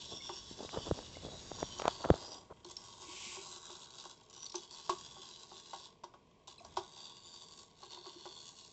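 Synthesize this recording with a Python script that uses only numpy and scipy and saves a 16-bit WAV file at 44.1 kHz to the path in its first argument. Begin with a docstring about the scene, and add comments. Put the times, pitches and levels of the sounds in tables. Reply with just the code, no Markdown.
"""Touches brush and bump a microphone in the first seconds, over the whir of a wind-up plastic boat in a bowl indoors.
A puppy noses the boat and stalls the clockwork now and then: its gear ticks slow down and lose level.
Ticks and noise drive gear, gearbox and hull resonances; knocks of hull on bowl ring the same hull modes.
Plips and two short hull rings are sines rising in pitch; two faint ticks and a brief squeak are wavering tones.
Loud gear ticks and releases are noise rasps; brushing, hand rumble, a brief hiss and the floor are filtered noise."""
import sys
import numpy as np
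from scipy import signal
from scipy.fft import rfft, irfft
from scipy.io import wavfile
from scipy.ndimage import uniform_filter1d

SR = 44100
rng = np.random.default_rng(int(sys.argv[2]) if len(sys.argv) > 2 else 0)


def digitize_waveform(pressure):
    """Quantize a signal to 16-bit integers and store it at the path in sys.argv[1].

    Rows of a 2-D input are taken as channels; values are limited to [-1, 1].
    """
    field = np.atleast_2d(pressure).T
    bounded = np.clip(field, -1, 1)
    quanta = np.round(bounded * 32767).astype(np.int16)
    wavfile.write(sys.argv[1], SR, quanta)


N = 384552
TIME = np.arange(N) / SR

# Hull modes. Each row: frequency in Hz, relative level in dB, t60 in s.
HULL = [(353, -10.5, 0.15), (387.8, -11.5, 0.12), (566.5, -10.5, 0.038), (686, -7.5, 0.022),
        (805, -7.5, 0.036), (928, -3, 0.041), (1008, -2, 0.036), (1114, -5.5, 0.07), (1457, -16, 0.05),
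        (1620, -28, 0.21), (2010, -21, 0.069), (2674, -2, 0.0048), (3242, -0.5, 0.035), (3677, -5.5, 0.049)]


def from_db(db):
    """Decibels to gain."""
    return 10 ** (np.asarray(db) / 20)


def rms_one(x):
    """Scale to unit rms."""
    return x / np.sqrt(np.mean(x ** 2) + 1e-20)


def noise(size=N):
    """White Gaussian noise of unit spread."""
    return rng.standard_normal(size)


def in_time(rows):
    """Interpolate each column of a curve to one value per sample."""
    s, *columns = np.transpose(rows)
    return [np.interp(TIME, s, column) for column in columns]


def drift(knots_per_s):
    """Random curve of unit rms, linear between knots."""
    knots = noise(N // 100)
    return rms_one(np.interp(TIME * knots_per_s, np.arange(len(knots)), knots))


def swell_at(s, length_s):
    """Cosine-squared rise and fall of height 1, centred on time s."""
    return np.cos(np.pi * np.clip((TIME - s) / length_s, -.5, .5)) ** 2


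def decay(t, t60_s):
    """Exponential fall by 60 dB in t60_s."""
    return np.exp(-np.log(1000) * t / t60_s)


def cut(x, hz, kind, order=2):
    """Butterworth filter."""
    return signal.sosfilt(signal.butter(order, hz, kind, fs=SR, output="sos"), x + 1e-18)


def colour(x, spectrum):
    """Minimum-phase filter with the given spectrum, built by folding the cepstrum."""
    hz, db = np.transpose(spectrum)
    size = 2048
    grid_hz = np.maximum(np.fft.rfftfreq(size, 1 / SR), 1)
    grid_db = np.interp(np.log(grid_hz), np.log(hz), db)
    cepstrum = irfft(np.log(from_db(grid_db)))
    cepstrum[1:size // 2] *= 2
    cepstrum[size // 2 + 1:] = 0
    impulse = irfft(np.exp(rfft(cepstrum)))
    return signal.oaconvolve(x, impulse)[:N]


def ring(x, hz, t60_s):
    """Two-pole resonator: a unit click starts a decaying sine of height 1."""
    radius = from_db(-60 / (t60_s * SR))
    angle = 2 * np.pi * hz / SR
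    return signal.lfilter([0, np.sin(angle)], [1, -2 * radius * np.cos(angle), radius * radius], x + 1e-18)


def die_away(x, t60_s):
    """One-pole decay: each click becomes a falling envelope."""
    return signal.lfilter([1], [1, -from_db(-60 / (t60_s * SR))], x + 1e-18)


def clicks_at(s, sizes):
    """Single-sample clicks at the given times."""
    out = np.zeros(N)
    np.add.at(out, np.round(np.asarray(s) * SR).astype(int), sizes)
    return out


def add(out, s, sound):
    """Mix a short sound in at time s."""
    start = round(s * SR)
    out[start:start + len(sound)] += sound[:N - start]


def room_floor():
    """Steady indoor background: noise shaped to a falling spectrum."""
    # Floor spectrum. Each row: frequency in Hz, relative density in dB per Hz.
    floor_spectrum = [(15, -49.5), (25, -14.5), (179, -7), (371, -15), (439, -6.5), (560, -20.5),
                      (633, -12), (847, -22), (1080, -12.5), (1340, -39), (2240, -26), (8310, -37),
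                      (10800, -77.5), (18300, -120)]
    level_db = -67
    return from_db(level_db) * rms_one(colour(noise(), floor_spectrum))


def hiss():
    """Short, smooth swell of shaped noise."""
    # Hiss spectrum. Each row: frequency in Hz, relative density in dB per Hz.
    hiss_spectrum = [(1400, -28), (2300, 2), (3000, 1.5), (4000, -3.5), (8000, -4.5)]
    centre_s, length_s, level_db = 3.25, 0.56, -46
    return from_db(level_db) * swell_at(centre_s, length_s) * rms_one(colour(noise(), hiss_spectrum))


def brushing(lumpy_db=4.0, spread=1.96, dull_hz=1285.0):
    """Dull, lumpy strokes of friction close to the microphone, over the rumble of the moving hand."""
    # Hand movements. Each row: middle in seconds, length in s, level in dB.
    hand_moves = [(0.092, 3.3, -61.5), (1.437, 2.38, -54), (2.877, 3.1, -67.5), (5.064, 0.6, -65),
                  (6.748, 0.51, -62.5)]
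    # Rumble spectrum. Each row: frequency in Hz, relative density in dB per Hz.
    rumble_spectrum = [(15, -23.5), (30, -13.5), (80, -5.5), (180, -11.5), (500, -18.5), (1500, -30.5)]
    # Strokes. Each row: middle in seconds, length in s, level in dB before the fade, centre in Hz.
    strokes = [(0.132, 0.24, -55, 304), (0.615, 0.12, -47, 377), (0.764, 0.11, -41.5, 617),
               (0.81, 0.24, -54.5, 283), (0.877, 0.059, -44, 507), (0.986, 0.15, -52.5, 410),
               (1.289, 0.22, -49.5, 356), (1.602, 0.14, -52, 750), (1.868, 0.13, -44.5, 1270),
               (2.045, 0.017, -41, 900), (2.085, 0.25, -45, 580), (2.285, 0.45, -56, 500),
               (2.513, 0.05, -50.5, 637)]
    moving = sum(from_db(db) * swell_at(s, length_s) for s, length_s, db in hand_moves)
    out = moving * rms_one(colour(noise(), rumble_spectrum))
    grain = cut(noise() * from_db(lumpy_db * drift(160)), dull_hz, "low", order=3)
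    for s, length_s, db, hz in strokes:
        start = max(round((s - length_s / 2) * SR), 0)
        size = int(length_s * SR)
        stroke = rms_one(cut(grain[start:start + size], [hz / spread, hz * spread], "band"))
        add(out, start / SR, from_db(db) * np.hanning(size) * stroke)
    return out


def bumps():
    """A touch on the microphone: round pop with a sharper tip, scuff and crack around it, low thud after it."""
    # Touches. Each row: time in seconds, overall gain in dB, pop frequency in Hz.
    touches = [(0.113, -44, 576), (0.124, -36, 355), (0.513, -33.5, 260), (0.65, -31, 435),
               (0.692, -36, 990), (0.773, -21.5, 442), (0.881, -25.5, 390), (0.9125, -12.5, 375),
               (0.990, -27, 590), (1.17, -33, 490), (1.235, -38, 294), (1.25, -29.5, 400),
               (1.269, -31, 397), (1.517, -25.5, 526), (1.629, -17, 577), (1.799, -25.5, 930),
               (1.82, -22, 860), (1.841, -32, 750), (1.855, -15.5, 670), (1.880, -11.5, 800),
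               (2.0504, -21, 670), (2.058, -22, 490), (2.1029, -3, 420), (2.141, -22, 510),
               (2.511, -37, 400)]
    pop_width_cycles, pop_db = 0.4, -3.5
    tip_ratio, tip_db = 2.17, -12.5
    thud_delay_s, thud_hz, thud_t60_s = 0.00553, 94.0, 0.022
    boom_hz, boom_t60_s, boom_db = 164.0, 0.014, -4.0
    soft_pop_hz = 441
    # levels at or below soft_pop_hz, then change per octave above it
    thud_db, thud_db_per_octave = -2.5, -31
    scuff_db, scuff_db_per_octave = -21.5, 6
    crack_db, crack_db_per_octave = -31.5, 17.5

    out, lead_s = np.zeros(N), .02
    t = TIME[:SR // 5] - lead_s
    strike = -clicks_at([lead_s + thud_delay_s], [1])[:len(t)]
    thud = ring(strike, thud_hz, thud_t60_s) - from_db(boom_db) * ring(strike, boom_hz, boom_t60_s)
    for s, touch_db, hz in touches:
        octaves = max(np.log2(hz / soft_pop_hz), 0)
        tip_hz = hz * tip_ratio
        pop = np.exp(-(t * hz / pop_width_cycles) ** 2) * np.cos(2 * np.pi * hz * t)
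        tip = np.exp(-(t * tip_hz / pop_width_cycles) ** 2) * np.sin(2 * np.pi * tip_hz * t)
        scuff_noise = rms_one(cut(noise(len(t)), [hz / 2, hz * 1.24], "band", order=3))
        scuff = np.exp(-abs(t) / 0.0038) * scuff_noise
        crack_noise = rms_one(cut(noise(len(t)), [1800, 3800], "band", order=1))
        crack = np.exp(-abs(t) / 0.0011) * crack_noise
        touch = from_db(pop_db) * pop + from_db(tip_db) * tip
        touch += from_db(scuff_db + scuff_db_per_octave * octaves) * scuff
        touch += from_db(thud_db + thud_db_per_octave * octaves) * thud
        touch += from_db(crack_db + crack_db_per_octave * octaves) * crack
        add(out, s - lead_s, from_db(touch_db) * touch)
    return cut(out, 68, "high")


def wavering_tones(waver=0.04):
    """Short wavering tones with their octave: two faint ticks, then a brief squeak."""
    # Tones. Each row: start in seconds, length in s, level in dB, mean frequency in Hz.
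    tones = [(0.2, 0.021, -51, 2120), (1.151, 0.013, -51.5, 2090), (6.58, 0.0065, -48, 4350),
             (6.582, 0.022, -58, 2520), (6.594, 0.013, -60, 4160)]
    out = np.zeros(N)
    for s, length_s, db, hz in tones:
        size = int(length_s * SR)
        phase = 2 * np.pi * np.cumsum(hz * (1 + waver * drift(250)[:size])) / SR
        tone = np.sin(phase) + .5 * np.sin(2 * phase)
        add(out, s, from_db(db) * np.hanning(size) * tone)
    return out


def plips_and_rings(t60_s=0.068, attack_s=0.0053, rise_per_s=2.4, churn_db=-75.5, count=130):
    """Sines rising in pitch: water plips, two short hull rings, many small bubbles stirred by the screw."""
    # Plips, and two short hull rings near 340 Hz (the last two rows). Each row: start in seconds,
    # level in dB before the envelope, starting frequency in Hz.
    plips = [(3.085, -40.5, 316), (3.265, -44.5, 212.1), (3.385, -39, 357), (5.195, -43, 355),
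             (6.606, -42.5, 663), (8.085, -45, 342.2), (8.16, -41, 329.6)]
    out, t = np.zeros(N), TIME[:SR // 5]
    stirring = from_db(-braking())
    tones = list(plips)
    for when, strength, pitch in rng.random((count, 3)):
        if stirring[int(when * N)] > .5:   # no small bubbles while the screw is held
            tones.append((when * TIME[-1], churn_db + 16.4 * strength, 300.0 * 3.5 ** pitch))
    envelope = (1 - np.exp(-t / attack_s)) * decay(t, t60_s)
    for s, db, hz in tones:
        add(out, s, from_db(db) * envelope * np.sin(2 * np.pi * hz * t * (1 + rise_per_s * t)))
    return out


def knocks():
    """Hull against bowl: each knock cracks, clacks at its own pitch, chatters and rings the hull modes."""
    # Knocks. Each row: start in seconds, knock level in dB, low hull ring in dB (depends on where it
    # is hit), clack in Hz. Levels are ahead of the part gains below.
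    blows_on_bowl = [(0.293, -29, -21, 907), (2.647, -40, -25, 697), (3.367, -36, -30, 954),
                     (3.697, -39.5, -32, 949.3), (4.053, -38.5, -32, 900), (4.543, -28.5, -22, 900),
                     (4.8942, -18.5, -15.5, 928.4), (5.166, -40.5, -40, 745), (5.516, -39, -33, 860),
                     (5.732, -28.5, -30.5, 800.5), (6.036, -32.5, -34.5, 916), (6.138, -38.5, -43, 960),
                     (6.478, -41.5, -41, 890), (6.647, -38, -43, 712), (6.7688, -21, -20, 945),
                     (7.83, -39, -38, 902.2), (7.971, -39, -33, 906), (8.06, -38, -28.5, 900),
                     (8.255, -30, -31, 861.4)]
    ring_db, low_ring_top_hz = -10.0, 450
    chatter, chatter_t60_s = 0.043, 0.1
    clack_db, clack_t60_s, clack_spread = -13.0, 0.048, 1.3
    crack_db, crack_t60_s = -10.5, 0.095
    crack_growth = 1.43   # dB of crack per dB of knock: harder is brighter

    s, body_db, low_db, clack_hz = np.transpose(blows_on_bowl)
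    chatter_noise = chatter * noise()
    out = 0
    for k, (hz, db, t60_s) in enumerate(HULL):
        blow_db = low_db if hz < low_ring_top_hz else body_db
        blows = clicks_at(s, from_db(blow_db + rng.normal(0, 1.0, len(s))))
        drive = blows + chatter_noise * die_away(blows, chatter_t60_s)
        out = out + (-1) ** k * from_db(db + ring_db) * ring(drive, hz, t60_s)
    out = cut(out, [330, 1800], "band", order=3)   # soft wet contact, no bass from a small hull
    t = TIME[:SR // 5]
    for start, db, hz in zip(s, body_db, clack_hz):
        band = cut(noise(2 * len(t)), [hz / clack_spread, hz * clack_spread], "band", order=6)
        clack = rms_one(band[len(t):])   # first half is filter run-in
        add(out, start, from_db(db + clack_db) * decay(t, clack_t60_s) * clack)
    crack_envelope = die_away(clicks_at(s, from_db(crack_growth * body_db)), crack_t60_s)
    crack = crack_envelope * rms_one(cut(noise(), [2700, 6000], "band"))
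    return out + from_db(crack_db) * crack


def loud_gear_ticks(t60_s=0.021, rise_s=0.0035, level_db=-4.5, ping_db=-0.5):
    """Loud single gear ticks and releases, each a bright rasp with its own pitch."""
    # Ticks and releases. Each row: start in seconds, level in dB ahead of level_db, ping in Hz.
    rasps = [(2.2632, -37, 5000), (2.2863, -37, 4900), (2.6452, -33, 4340), (2.711, -33, 7530),
             (2.7658, -27.5, 5500), (3.702, -32, 3800), (3.8412, -36, 4500), (3.903, -36, 4510),
             (4.0059, -34, 5010), (4.0198, -37, 4020), (4.1754, -48, 5660), (4.2298, -51, 7406),
             (4.2971, -42, 7500), (4.336, -37, 5940), (4.375, -42, 5836), (4.4623, -29.5, 4540),
             (4.4955, -32, 5564), (4.5186, -30, 5686), (4.553, -22, 6200), (4.6489, -42, 4800),
             (6.039, -35.5, 5850), (6.4767, -33, 3850), (6.647, -37, 5870)]
    out, t = np.zeros(N), TIME[:SR // 20]
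    envelope = (1 - np.exp(-t / rise_s)) * decay(t, t60_s)
    for s, db, hz in rasps:
        rasp = rms_one(cut(noise(len(t)), [3500, 7000], "band"))
        ping = rms_one(ring(rasp, hz, t60_s=0.024))
        add(out, s, from_db(db + level_db) * envelope * (rasp + from_db(ping_db) * ping))
    return out


def braking(grip_db_per_s=230.0):
    """Decibels lost to the puppy's grip on the screw: it tightens steadily, holds, then lets go."""
    # Stalls. Each row: start in seconds, time to release in s, whir lost in dB, recovery in s.
    stalls = [(2.377, 0.28, 23, 0.0063), (3.85, 0.045, 8, 0.087), (4.111, 0.16, 15, 0.12),
              (4.461, 0.063, 13, 0.017), (4.63, 0.049, 13, 0.038), (5.852, 0.615, 28.5, 0.0075),
              (6.507, 0.19, 10.5, 0.23), (7.63, 0.11, 13, 0.055)]
    lost_db = np.zeros(N)
    for s, length_s, depth_db, recovery_s in stalls:
        grip_db = np.clip((TIME - s) * grip_db_per_s, 0, depth_db)
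        lost_db += grip_db * np.clip(1 - (TIME - s - length_s) / recovery_s, 0, 1)
    return lost_db


def tick_rate(lost_db, half_speed_db=18.0):
    """Ticks per second under the changing load; braking by half_speed_db halves the rate."""
    # Clockwork speed before braking. Each row: time in seconds, ticks per s.
    running_speed = [(0.1, 127), (1.7, 113), (2.05, 107.5), (2.33, 79.4), (2.75, 82), (3.0, 99.4),
                     (3.4, 98.7), (3.65, 81.4), (4.1, 67.4), (4.45, 75), (5.05, 86), (5.75, 79),
                     (6.95, 69.4), (7.15, 84), (7.4, 86), (7.7, 68.4), (8.6, 83.6)]
    free_per_s, = in_time(running_speed)
    return free_per_s * .5 ** (lost_db / half_speed_db)


def tooth_ticks(per_s, jitter, uneven_db):
    """One click per gear tooth, uneven in time and strength."""
    turns = np.cumsum(per_s * np.exp(jitter * drift(60))) / SR
    teeth = np.diff(np.floor(turns), prepend=0)
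    return teeth * from_db(uneven_db * np.clip(noise(), -2, 1))


def rattle_of(ticks, t60_s, swing_per_s=70.0, count=8):
    """Ticks ring fixed dense plastic responses, one per side; the side that radiates keeps changing."""
    t = TIME[:SR // 30]
    sides = noise((count, len(t))) * decay(t, t60_s)
    facing = from_db(10 * np.array([drift(swing_per_s) for _ in sides]))
    facing /= np.linalg.norm(facing, axis=0)
    out = 0
    for share, side in zip(facing, sides):
        out = out + share * rms_one(signal.oaconvolve(ticks, side)[:N])
    return rms_one(out)


def moving_ring(x, hz, t60_s):
    """Resonance with a moving centre: shift down to 0 Hz, decay, shift back up."""
    turn = np.exp(2j * np.pi * np.cumsum(hz) / SR)
    return rms_one(np.real(die_away(x / turn, t60_s) * turn))


def gearbox(rattle, t60_s=.012):
    """Broad resonances that shift a little, swell and fade at random."""
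    # Gearbox resonances. Each row: mean frequency in Hz, mean relative level in dB.
    resonances = [(2960, 2), (3520, 3), (3790, 2), (4540, -1), (5000, -7.5), (5700, -5), (6420, -3.5),
                  (7400, -4.5)]
    out = 0
    for hz, db in resonances:
        centre_hz = hz * (1 + .02 * drift(6))
        swell_db = 2.6 * drift(11)
        out = out + from_db(db + swell_db) * moving_ring(rattle, centre_hz, t60_s)
    return rms_one(cut(out, 2457, "high", order=4))


def flares(rattle, half_width_hz=200.0):
    """Fixed-pitch bands of the rattle swell and fade, often overlapping, as the boat turns and dips."""
    # Flares. Each row: middle in seconds, length in s, frequency in Hz, level in dB re whir.
    bands = [(0.18, 0.66, 3550, -2), (0.253, 0.77, 5520, -6.5), (0.848, 0.77, 3540, -9.5),
             (1.68, 0.6, 5720, -9), (1.596, 1.3, 6680, -14), (1.954, 0.78, 4570, -11),
             (2.3, 0.42, 4960, -4.5), (2.325, 0.25, 5790, -8), (2.804, 0.3, 5730, -9),
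             (3.7, 2.64, 1463, -15.5), (3.795, 1.04, 3930, -10.5), (4.426, 0.28, 5860, -2.5),
             (5.09, 1.2, 3480, -9), (7.151, 1.18, 3703, -5), (7.202, 1.223, 4690, -5),
             (7.281, 0.21, 7040, -6), (8.3, 2.1, 4457, -7), (8.401, 0.95, 3560, -8.5)]
    out = 0
    for s, length_s, hz, db in bands:
        band = rms_one(cut(rattle, [hz - half_width_hz, hz + half_width_hz], "band"))
        out = out + from_db(db) * swell_at(s, length_s) * band
    return out


def clockwork():
    """A slow and a fast gear tick in the gearbox; the plastic hull adds its hollow ring."""
    # Free-running boat pushed about the bowl. Each row: time in seconds, whir in dB,
    # hollow hull ring in dB re whir, gain of the top treble in dB.
    boat_levels = [(0.15, -49.5, -13.5, -7.5), (0.45, -50, -17.5, -9.5), (0.75, -46.5, -14.5, -11.5),
                   (1.3, -51, -18.5, -13.5), (1.8, -47.5, -8.5, -12.5), (2.35, -53, -6.5, -6.5),
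                   (2.75, -58, -2.5, -0.5), (3.3, -55.5, -2, 7.5), (3.9, -54, -9, -2.5),
                   (4.45, -52, -11.5, -7.5), (5.0, -50.5, -12.5, -7.5), (5.4, -53.5, -11.5, -8.5),
                   (7.05, -55.5, -7.5, -4), (7.6, -58, -10.5, -1), (8.0, -52, -8, -11.5),
                   (8.6, -56.5, -15, -2)]
    # Gear noise spectrum. Each row: frequency in Hz, relative density in dB per Hz.
    gear_spectrum = [(1200, -19.5), (1500, -6), (1850, -11), (2400, -6.5), (2900, 7), (3150, -3.5),
                     (3600, -5.5), (4100, -6.5), (4600, -3), (5300, 0.5), (6200, -2), (7500, 0),
                     (8300, -11)]
    mesh_ratio, mesh_db = 2.0, -1.0   # fast gear re slow gear
    rush_db, rush_ref_per_s, rush_db_per_doubling = -2.0, 101.6, 14.0
    jerk_db, gears_db, box_db = 2.23, -5.5, -3.0
    treble_hz, shake_low_hz, shake_top_hz = 5200, 440, 2680.0
    hull_brake_share = 0.47   # the hollow ring loses only this share of the whir's drop

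    free_db, hollow_db, top_db = in_time(boat_levels)
    lost_db = braking()
    per_s = tick_rate(lost_db)
    slow = rattle_of(tooth_ticks(per_s, jitter=.07, uneven_db=4.0), t60_s=.018)
    fast = rattle_of(tooth_ticks(per_s * mesh_ratio, jitter=.06, uneven_db=3.0), t60_s=.014)
    # fast ticks blur into a rush, slow ones stand apart
    rush = from_db(rush_db + rush_db_per_doubling * np.log2(per_s / rush_ref_per_s)) * noise()
    rattle = slow + from_db(mesh_db) * fast + rush
    rattle = rattle / np.sqrt(uniform_filter1d(rattle ** 2, size=SR // 8) + 1e-12)   # even spring drive
    rattle = rattle * from_db(jerk_db * np.minimum(drift(35), 1))   # spring unwinds in small jerks

    gears = from_db(gears_db) * rms_one(colour(rattle, gear_spectrum))
    gears = gears + from_db(box_db) * gearbox(rattle)
    # forward and backward passes keep the treble in phase
    treble = cut(cut(gears, treble_hz, "high")[::-1], treble_hz, "high")[::-1]
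    whir = gears + (from_db(top_db) - 1) * treble + flares(rattle)

    shake = cut(rattle * noise(), shake_low_hz, "high", order=1)   # small gears hardly move the lowest mode
    shake = cut(shake, shake_top_hz, "low", order=3)   # the hollow ring is kept below the treble
    body = 0
    for k, (hz, db, t60_s) in enumerate(HULL):
        body = body + (-1) ** k * from_db(db) * ring(shake, hz, t60_s)
    body_db = free_db + hollow_db - hull_brake_share * lost_db
    return from_db(free_db - lost_db) * whir + from_db(body_db) * rms_one(body)


def room(x, t60_s=0.26, wet_db=-9.5):
    """Short diffuse tail from floor and walls: decaying noise after a 4 ms gap."""
    t = TIME[:SR // 2]
    tail = noise(len(t)) * decay(t, t60_s) * (t > .004)
    return x + from_db(wet_db) * signal.oaconvolve(x, tail / np.linalg.norm(tail))[:N]


def scene():
    """The boat in the room, with the touches on the microphone dry in front."""
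    boat = room(hiss() + wavering_tones() + plips_and_rings() + knocks() + loud_gear_ticks() + clockwork())
    return (room_floor() + brushing() + bumps() + boat)[None]


def record(dry):
    """The top rolls off, then is cut steeply."""
    roll_off_hz, cutoff_hz = 7800, 8200
    soft = cut(dry, roll_off_hz, "low", order=16)
    steep = signal.ellip(10, .2, 70, cutoff_hz, fs=SR, output="sos")
    return signal.sosfilt(steep, soft)


dry = scene()
out = record(dry)
digitize_waveform(out)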